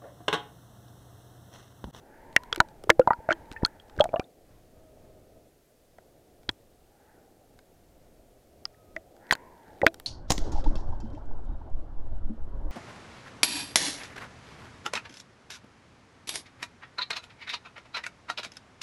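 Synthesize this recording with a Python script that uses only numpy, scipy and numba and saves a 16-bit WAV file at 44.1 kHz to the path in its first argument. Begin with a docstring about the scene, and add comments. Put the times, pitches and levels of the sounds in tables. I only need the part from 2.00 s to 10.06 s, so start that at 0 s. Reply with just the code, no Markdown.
"""Shallow seabed, heard from a small camera gliding over it in a sealed housing.
Water washes past, muffled by the wall and air gap; the swell rumbles on the shell, which ticks and bumps.
Short pings ring out: bubble pops and the struck housing's tones. Fast-rising bubbles chirp upward.
A faint whine comes and goes. The microphone hisses and overloads on the loudest pops."""
import sys
import numpy as np
from scipy import signal
from scipy.fft import rfft, irfft
from scipy.io import wavfile
from scipy.ndimage import uniform_filter1d
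from numba import njit

SR = 44100
rng = np.random.default_rng(int(sys.argv[2]) if len(sys.argv) > 2 else 0)


def dump(signal):
    """Clip the signal to [-1, 1] and save it as 16-bit WAV at the path in sys.argv[1]."""
    limited = np.clip(np.atleast_2d(signal).T, -1, 1)
    pcm = np.round(limited * 32767).astype(np.int16)
    wavfile.write(sys.argv[1], SR, pcm)


N = 355446

# water flowing past: time_s, wash_db, gap_hz, rumble_db
FLOW = [(0, -59.5, 858, -64), (.45, -56, 1051, -59), (.9, -58.5, 800, -55), (1.2, -55, 940, -58),
        (1.58, -56, 950, -53), (1.8, -60, 912, -58), (2.15, -53.5, 850, -56), (2.3, -60, 760, -65.5),
        (2.55, -64, 740, -61.5), (2.8, -58.5, 744, -59), (3.4, -58.5, 720, -63.5), (3.6, -67, 703, -68),
        (4.3, -60, 754, -64.5), (4.7, -63.5, 730, -64), (5.1, -63, 909, -66.5), (5.35, -62.5, 801.2, -67),
        (5.8, -62, 768, -63.5), (6.6, -60.5, 750, -62), (7.12, -59, 775, -61), (7.3, -57.5, 985, -64),
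        (7.45, -55.5, 1040, -62), (7.75, -57, 890, -59), (8.06, -57.5, 780, -60.5)]
# turbulence bands: centre_hz, width_hz, weight_db
WASH_BANDS = [(281.5, 250, 6.5), (527.1, 350, -1)]
# shell ticks: start_s, level_db, top_re_mid_db, snap_re_top_db
TICKS = [(.328, -52, 0, -13), (0.3631, -15, -5, -13.5), (.4347, -44, -5, -3), (0.5268, -22, -28.5, -12),
         (.547, -39.5, -9.5, -13), (0.5599, -27.5, -0.5, -16), (0.5794, -42, -13.5, -9),
         (0.6029, -14, -9, -10), (.686, -51, -9, -11), (.838, -41, 1, -8.5), (.8952, -29, -7, -8),
         (.901, -9, -16.5, -8.5), (0.9955, -32, -4, -7), (1.0747, -39.5, -8.5, -10),
         (1.106, -53, -11, -5.5), (1.1326, -48.5, -19.5, -7), (1.2893, -47.5, -20.5, -5.5),
         (1.3019, -47.5, -20.5, -6), (1.307, -38, -25, -12), (1.3163, -34, -30.5, -13),
         (1.3261, -26.5, -40.5, -12), (1.5149, -39, -11, -12), (1.5247, -44.5, -2, -12),
         (1.5315, -47.5, -11.5, -10), (1.633, -53, -9, -7), (1.6491, -25, -19, -14),
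         (1.6604, -32.5, 2.5, -14), (1.799, -55, -13.5, -13.5), (1.8969, -49.5, -17.5, -14.5),
         (1.9645, -52, -14, -13), (1.978, -51, -13.5, -13), (1.9967, -35, -21, -14),
         (2.0084, -26.5, -26, -24.5), (2.0407, -27.5, 4, -30), (2.0543, -54.5, -10.5, -12),
         (2.0916, -58.5, -20, -9.5), (2.1394, -56, -18.5, -9), (2.196, -30.5, -31.5, -14.5),
         (3.9835, -56, 1, -8), (4.432, -56.5, -11, -6.5), (4.492, -25, -26, -11.5),
         (4.5131, -50.5, 14.5, -11), (5.5895, -49, -5.5, -9.5), (6.6535, -37, -13.5, -16),
         (6.9628, -42, -27.5, -10.5), (7.1652, -55, -6.5, -6), (7.268, -55, -7, -5.5),
         (7.2929, -56, -18.5, -8), (7.3109, -22.5, -12.5, -0.5), (7.3177, -32, -2, -3),
         (7.324, -19.5, -6, -0.5), (7.3303, -24, 1, -17.5), (7.352, -35, -5, -2), (7.8156, -36.5, -10, -6),
         (7.8448, -50.5, -23.5, -11.5), (7.8557, -49, -10.5, -12), (7.865, -17.5, -24, 11),
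         (7.8748, -41.5, -24, -14), (7.882, -41, -10.5, -16), (7.9426, -39, 0, -1), (7.9988, -41, -2, 5.5)]
# spells of faint ticks: start_s, end_s, count
FAINT_TICK_SPANS = [(.5, 2.2, 10), (7.55, 7.85, 30)]
# water bumping the shell: peak_s, level_db, length_ms
BUMPS = [(0.361, -56.5, 6.7), (0.601, -32, 12.8), (0.893, -37.5, 2.9), (0.989, -32.5, 11),
         (1.072, -43, 5.96), (1.19, -36.5, 6), (1.514, -38.5, 6.3), (1.633, -31, 12.3), (1.989, -27, 5.4),
         (2.195, -56.5, 6.8), (4.489, -34, 4.27), (5.559, -49.5, 5.9), (7.319, -35, 6), (7.862, -48.5, 6)]
# short ringing pings, bubble pops and the struck housing's tones: start_s, pitch_hz, level_db, t60_ms
PINGS = [(0.365, 1874, 7.5, 8), (0.3636, 2758, -9, 16.5), (0.3668, 1594, -27, 4), (0.367, 1030, -33, 46),
         (.5278, 3367, -8, 11), (.528, 443, -29, 47.5), (0.527, 1220, -16.5, 5), (.549, 1900, -42, 23),
         (.5598, 2270, -36.5, 17.5), (.603, 1367, 9.5, 6), (0.6031, 3896, -8, 8), (0.604, 963, -5, 23),
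         (.612, 648, -26, 39.5), (0.84, 391, -29, 24.5), (0.8956, 1027, 0.5, 13),
         (.9008, 473.5, -0.5, 25.5), (.9014, 2078, 1.5, 15.5), (0.9036, 1681, 2.5, 12.5),
         (0.9956, 497.6, -0.5, 49), (1.014, 1407, -31.5, 53), (1.017, 2720, -41, 11),
         (1.084, 2053, -41, 34), (1.083, 690, -18, 42.5), (1.1051, 1212, -16.5, 38),
         (1.106, 1910, -27.5, 46.5), (1.1071, 916.4, -2.5, 23), (1.112, 923.3, -18, 101.5),
         (1.118, 1310, -31.5, 30), (1.1332, 1373, -16, 12.5), (1.203, 480, -35.5, 25),
         (1.134, 4520, -41, 13), (1.2901, 1460, -13, 9.5), (1.3, 2163, -22.5, 17),
         (1.3077, 624.7, -18.5, 36.5), (1.3061, 1408, -10, 22), (1.3097, 2220, -13.5, 9),
         (1.3188, 1586, -9.5, 14), (1.325, 1739, -23.5, 24.5), (1.3258, 3144, -23.5, 18.5),
         (1.5165, 276, -32, 29.5), (1.5637, 1788, -30, 54.5), (1.62, 500, -32, 25), (1.6337, 210, -2, 6),
         (1.636, 940, -23.5, 30), (1.65, 3290, -14, 11.5), (1.6498, 4249, -2.5, 9),
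         (1.57, 2530, -44.5, 25.5), (1.625, 1753, -37.5, 27.5), (1.799, 3247, -41.5, 23),
         (1.978, 350, -24.5, 14.5), (1.99, 1556, -25, 24), (1.996, 1249, -23.5, 42.5),
         (2.0083, 3268, -9, 19.5), (2.0412, 662, -21, 44.5), (2.0555, 697.8, -18.5, 42.5),
         (2.091, 452, -20, 7), (2.133, 673, -24, 37.5), (2.091, 2390, -39.5, 15), (2.141, 1062, -22, 40),
         (2.165, 1710, -38.5, 38.5), (2.16, 2847, -29, 18), (2.163, 1144, -29, 43), (2.197, 335, -6, 6),
         (2.1968, 737, -25, 54), (2.197, 2380, -30, 45), (2.242, 3650, -48, 21.5), (3.985, 690, -37.5, 22),
         (3.987, 1501, -47, 13), (3.985, 1943, -45, 11), (4.492, 270, -18.5, 15), (4.497, 110, -36, 75),
         (4.4917, 4020, -4, 4), (4.491, 1346, -17.5, 5.5), (4.4914, 2500, -25, 12),
         (4.4925, 3347, -13.5, 15.5), (5.59, 2164, -51, 26), (6.654, 5017, -12.5, 8),
         (6.746, 1800, -51.5, 17), (6.9635, 638, -34, 78), (6.9652, 2000, -17.5, 13.5),
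         (7.293, 1900, -41.5, 25.5), (7.3097, 3360, -15, 12.5), (7.31, 1844, -0.5, 10.5),
         (7.3106, 4150, -15.5, 6.5), (7.325, 1474, -2, 5.5), (7.325, 1076, -13.5, 45.5),
         (7.331, 7180, -16.5, 11), (7.333, 3052, -27, 25.5), (7.335, 4317, -18, 13),
         (7.3531, 1443, -14.5, 4), (7.8172, 1960, -16, 16), (7.8323, 521, -9.5, 37.5),
         (7.832, 792.4, -12, 33), (7.8445, 469.5, -10, 24.5), (7.8646, 309, -9.5, 21),
         (7.865, 643.5, -18, 73), (7.866, 2187, 2, 6), (7.8653, 3311, -12.5, 11.5),
         (7.8667, 1621, 4.5, 9.5), (7.8759, 2446, -21, 18.5), (7.877, 3354, -24.5, 13.5),
         (7.882, 4000, -28.5, 10.5)]
# fast-rising bubbles: start_s, pitch_hz, level_db, t60_ms, climb_per_s (share of pitch)
FAST_BUBBLES = [(.5764, 325, -26, 55, 9.2), (.873, 376, -31, 39, 9.5), (1.075, 889.3, -1, 21, 7.5),
                (1.2894, 627.3, -10.5, 28, 11), (1.651, 1252, -24, 56, 11.55),
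                (2.0035, 575, -4.5, 43.5, 3.1), (2.017, 800, -13.5, 44, 4.66),
                (2.1402, 576.3, -11.5, 28.5, 21.3), (2.16, 640, -19, 63.5, 6), (2.208, 1045, -39, 47, 30),
                (7.3243, 2962, -16, 16.5, 14), (7.8169, 335, -23, 58.5, 7)]
# low shell modes: pitch_hz, level_db, t60_ms
SHELL_MODES = [(334, 1.5, 94.5), (629, -4.5, 69.5)]
# blows that ring the low modes: start_s, level_db
KNOCKS = [(0.601, -32), (0.902, -22), (0.996, -26), (1.31, -24.5), (6.964, -43), (7.867, -26.5)]
# spells of whine: start_s, length_s, fundamental_db, octave_db, hum_db
WHINE_SPELLS = [(2.594, 0.854, -62, -80.5, -66), (6.683, 0.36, -72, -70.5, -67.5)]
# microphone hiss spectrum: frequency_hz, relative_density_db
HISS_SPECTRUM = [(530, -31.5), (900, -5.5), (1630, -6.5), (2060, -7), (2350, -8.5), (14400, -10.5),
                 (15900, -18), (16500, -36)]


def undb(db):
    """dB to gain."""
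    return 10 ** (np.asarray(db) / 20)


def unit(x):
    """Scale to rms 1."""
    return x / np.sqrt(np.mean(x ** 2))


def curves(table):
    """Table columns, interpolated per sample."""
    time_s, *columns = np.transpose(table)
    return [np.interp(np.arange(N) / SR, time_s, column) for column in columns]


def add(out, start_s, sound):
    """Mix in a short sound."""
    i = int(start_s * SR)
    out[i:i + len(sound)] += sound[:N - i]


@njit
def svf(x, hz, damp):
    """Swept state-variable filter; rows: low-pass, band-pass."""
    y = np.empty((2, len(x)))
    band_state, low_state = 0., 0.
    for i in range(len(x)):
        g = np.tan(np.pi * hz[i] / SR)
        v = (band_state + g * (x[i] - low_state)) / (1 + g * (g + damp))
        y[0, i], y[1, i] = low_state + g * v, damp * v
        band_state, low_state = 2 * v - band_state, low_state + 2 * g * v
    return y


def band(x, hz, width_hz):
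    """Static band-pass."""
    return svf(x, np.full(len(x), 1. * hz), width_hz / hz)[1]


def noise_band(hz, width_hz):
    """Band-passed noise, rms 1."""
    return unit(band(rng.standard_normal(N), hz, width_hz))


def walk(rate_hz):
    """Random steps, smoothed twice."""
    hold = int(SR / rate_hz)
    steps = np.repeat(rng.standard_normal(N // hold + 1), hold)
    return uniform_filter1d(uniform_filter1d(steps, hold), hold)[:N]


def wash(flicker_db=2.0, ref_hz=850, ring_db_per_hz=0.0505, upper_db_per_hz=0.14):
    """Turbulence through the air gap: resonance, steep cut above it, weaker second mode."""
    wash_db, gap_hz, _ = curves(FLOW)
    body = sum(undb(db + flicker_db * walk(16)) * band(rng.standard_normal(N), hz, width_hz)
               for hz, width_hz, db in WASH_BANDS)
    for _ in range(4):
        body = svf(body, 1.03 * gap_hz, damp=0.939)[0]
    ring, upper = rng.standard_normal((2, N))
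    for _ in range(3):
        ring = svf(ring, .94 * gap_hz, damp=.16)[1]
        upper = svf(upper, 1.75 * gap_hz, damp=.58)[1]
    # narrower gap: higher pitch, stronger modes
    shift_hz = gap_hz - ref_hz
    ring_db = -8 + ring_db_per_hz * shift_hz + flicker_db * walk(14)
    upper_db = np.minimum(-75.5 + upper_db_per_hz * shift_hz, -65) + flicker_db * walk(12)
    return undb(wash_db) * (unit(body) + undb(ring_db) * unit(ring)) + undb(upper_db) * unit(upper)


def swell_rumble():
    """Swell on the shell: three broad low resonances, each drifting in level."""
    _, _, rumble_db = curves(FLOW)
    deep = undb(-3 + 6.0 * walk(7.7)) * noise_band(hz=14, width_hz=24)
    heave = undb(-8 + 2.3 * walk(10)) * noise_band(hz=58, width_hz=40)
    throb = undb(-6 + 2.2 * walk(7)) * noise_band(hz=105, width_hz=60)
    return undb(rumble_db) * (deep + heave + throb)


def ticks(gain_db=3, attack_s=0.0003, faint_db=-65, spread_db=3.5):
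    """Shell ticks: noise cracks in four bands; the higher, the shorter."""
    out = np.zeros(N)
    t = np.arange(int(.025 * SR)) / SR
    attack = 1 - np.exp(-(t / attack_s) ** 2)
    faint = [(start_s + u * (end_s - start_s), faint_db + spread_db * (2 * v - 1), -12.5, -9)
             for start_s, end_s, count in FAINT_TICK_SPANS for u, v in rng.random((count, 2))]
    for start_s, level_db, top_db, snap_db in TICKS + faint:
        crack = 0
        for hz, damp, t60_ms, band_db in ((1050, 2.2, 14, 1),  # low
                                          (3800, 1.1, 9, 0),  # mid
                                          (8300, 0.991, 6, top_db),
                                          (13000, .9, 4, top_db + snap_db)):
            burst = rng.standard_normal(len(t)) * attack * undb(-60000 * t / t60_ms)
            for _ in range(3):
                burst = band(burst, hz, damp * hz)
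            crack += undb(band_db) * burst / np.abs(burst).max()
        mid_top_norm = np.sqrt(1 + undb(2 * top_db))
        add(out, start_s, undb(level_db + gain_db) / mid_top_norm * crack)
    return out


def bumps(gain_db=6):
    """Water bumps the shell: one pressure swing, up and back."""
    out = np.zeros(N)
    for peak_s, level_db, length_ms in BUMPS:
        t = np.arange(-3 * length_ms * SR // 1000, 8 * length_ms * SR // 1000) / SR
        u = 1000 * t / length_ms
        swing = np.where(u < 0, np.exp(3 * u), np.exp(-u) * (1 - 1.3 * u))
        add(out, peak_s - 3 * length_ms / 1000, undb(level_db + gain_db) * swing)
    return out


def pings(slow_climb_per_s=0.77, rise_cycles=0.1, rise_s=0.00041, push_cycles=0.16, waver=0.17):
    """Bubble pops and struck-housing tones: a pressure push, then a fading, climbing sine."""
    out = np.zeros(N)
    lead_samples = 400
    slow = [(*row, slow_climb_per_s) for row in PINGS]
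    for start_s, hz, level_db, t60_ms, climb_per_s in slow + FAST_BUBBLES:
        t = np.arange(-lead_samples, int(t60_ms * SR / 1000)) / SR
        age_s = np.maximum(t, 0)
        jolts = rng.standard_normal(6000)[:len(t)] * (t > 0)
        wobble_rad = waver * uniform_filter1d(np.cumsum(jolts), size=40) * np.sqrt(hz / SR)
        phase = 2 * np.pi * hz * (age_s + climb_per_s * age_s ** 2 / 2)
        ring = np.sin(phase + wobble_rad) * undb(-60000 * age_s / t60_ms)
        attack = 1 - np.exp(-(age_s / (rise_cycles / hz + rise_s)) ** 2)
        push_gain = 0.37 / (1 + (hz / 1200) ** 2)  # stronger for low pings
        push = push_gain / np.cosh(t * hz / push_cycles)
        add(out, start_s - lead_samples / SR - rise_s, undb(level_db) * (push - ring * attack))
    return out


def shell(hits, scatter_db=-20, scatter_t60_ms=24, scatter_hz=900, width_hz=2200):
    """The wall adds a dull scattered tail to each hit; its low modes ring at the listed knocks."""
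    t = np.arange(int(.12 * SR)) / SR
    tail = rng.standard_normal(len(t))
    for _ in range(2):
        tail = band(tail, scatter_hz, width_hz)
    tail *= undb(-60000 * t / scatter_t60_ms) * (1 - np.exp(-t / .002))
    out = hits + undb(scatter_db) * signal.fftconvolve(hits, tail / np.linalg.norm(tail))[:N]
    modes = sum(undb(db - 60000 * t / t60_ms) * np.sin(2 * np.pi * hz * t)
                for hz, db, t60_ms in SHELL_MODES)
    modes *= 1 - np.exp(-t / 0.001)
    for start_s, level_db in KNOCKS:
        add(out, start_s, undb(level_db) * modes)
    return out


def whine(pitch_hz=631, waver=.013, fade_share=0.194):
    """Two wavering, fluttering tones an octave apart over a low hum."""
    out = np.zeros(N)
    t = np.arange(N) / SR
    phase = 2 * np.pi * np.cumsum(pitch_hz * (1 + waver * walk(45))) / SR
    flutter = unit(undb(5 * walk(70)))
    hum = noise_band(hz=98.4, width_hz=26)
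    for start_s, length_s, fundamental_db, octave_db, hum_db in WHINE_SPELLS:
        edge_s = np.minimum(t - start_s, start_s + length_s - t)
        fade = np.clip(edge_s / (fade_share * length_s), 0, 1)
        tones = undb(fundamental_db) * np.sin(phase) + undb(octave_db) * np.sin(2 * phase)
        out += fade * (flutter * tones + undb(hum_db) * hum)
    return out


def scene(leak_hz=64.7):
    """Mono sum at the capsule; the gap leaks the slowest part of each push."""
    pushes = shell(pings() + ticks()) + bumps()
    leak = signal.butter(1, leak_hz, "high", fs=SR, output="sos")
    return (signal.sosfilt(leak, pushes) + wash() + swell_rumble() + whine())[None]


def record(dry, hiss_db=-70.5, ceiling=.66, cutoff_hz=16300):
    """Microphone: capsule hiss, soft overload, top cut."""
    hz, density_db = np.transpose(HISS_SPECTRUM)
    bin_hz = np.arange(N // 2 + 1) * SR / N
    shape = undb(np.interp(np.log(bin_hz + 1), np.log(hz), density_db))
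    hiss = undb(hiss_db) * unit(irfft(rfft(rng.standard_normal(N)) * shape, N))
    drive = (dry + hiss) / ceiling
    clipped = ceiling * drive / (1 + drive ** 12) ** (1 / 12)
    top_cut = signal.ellip(10, .2, 70, cutoff_hz, fs=SR, output="sos")
    return signal.sosfilt(top_cut, clipped)


dry = scene()
out = record(dry)
dump(out)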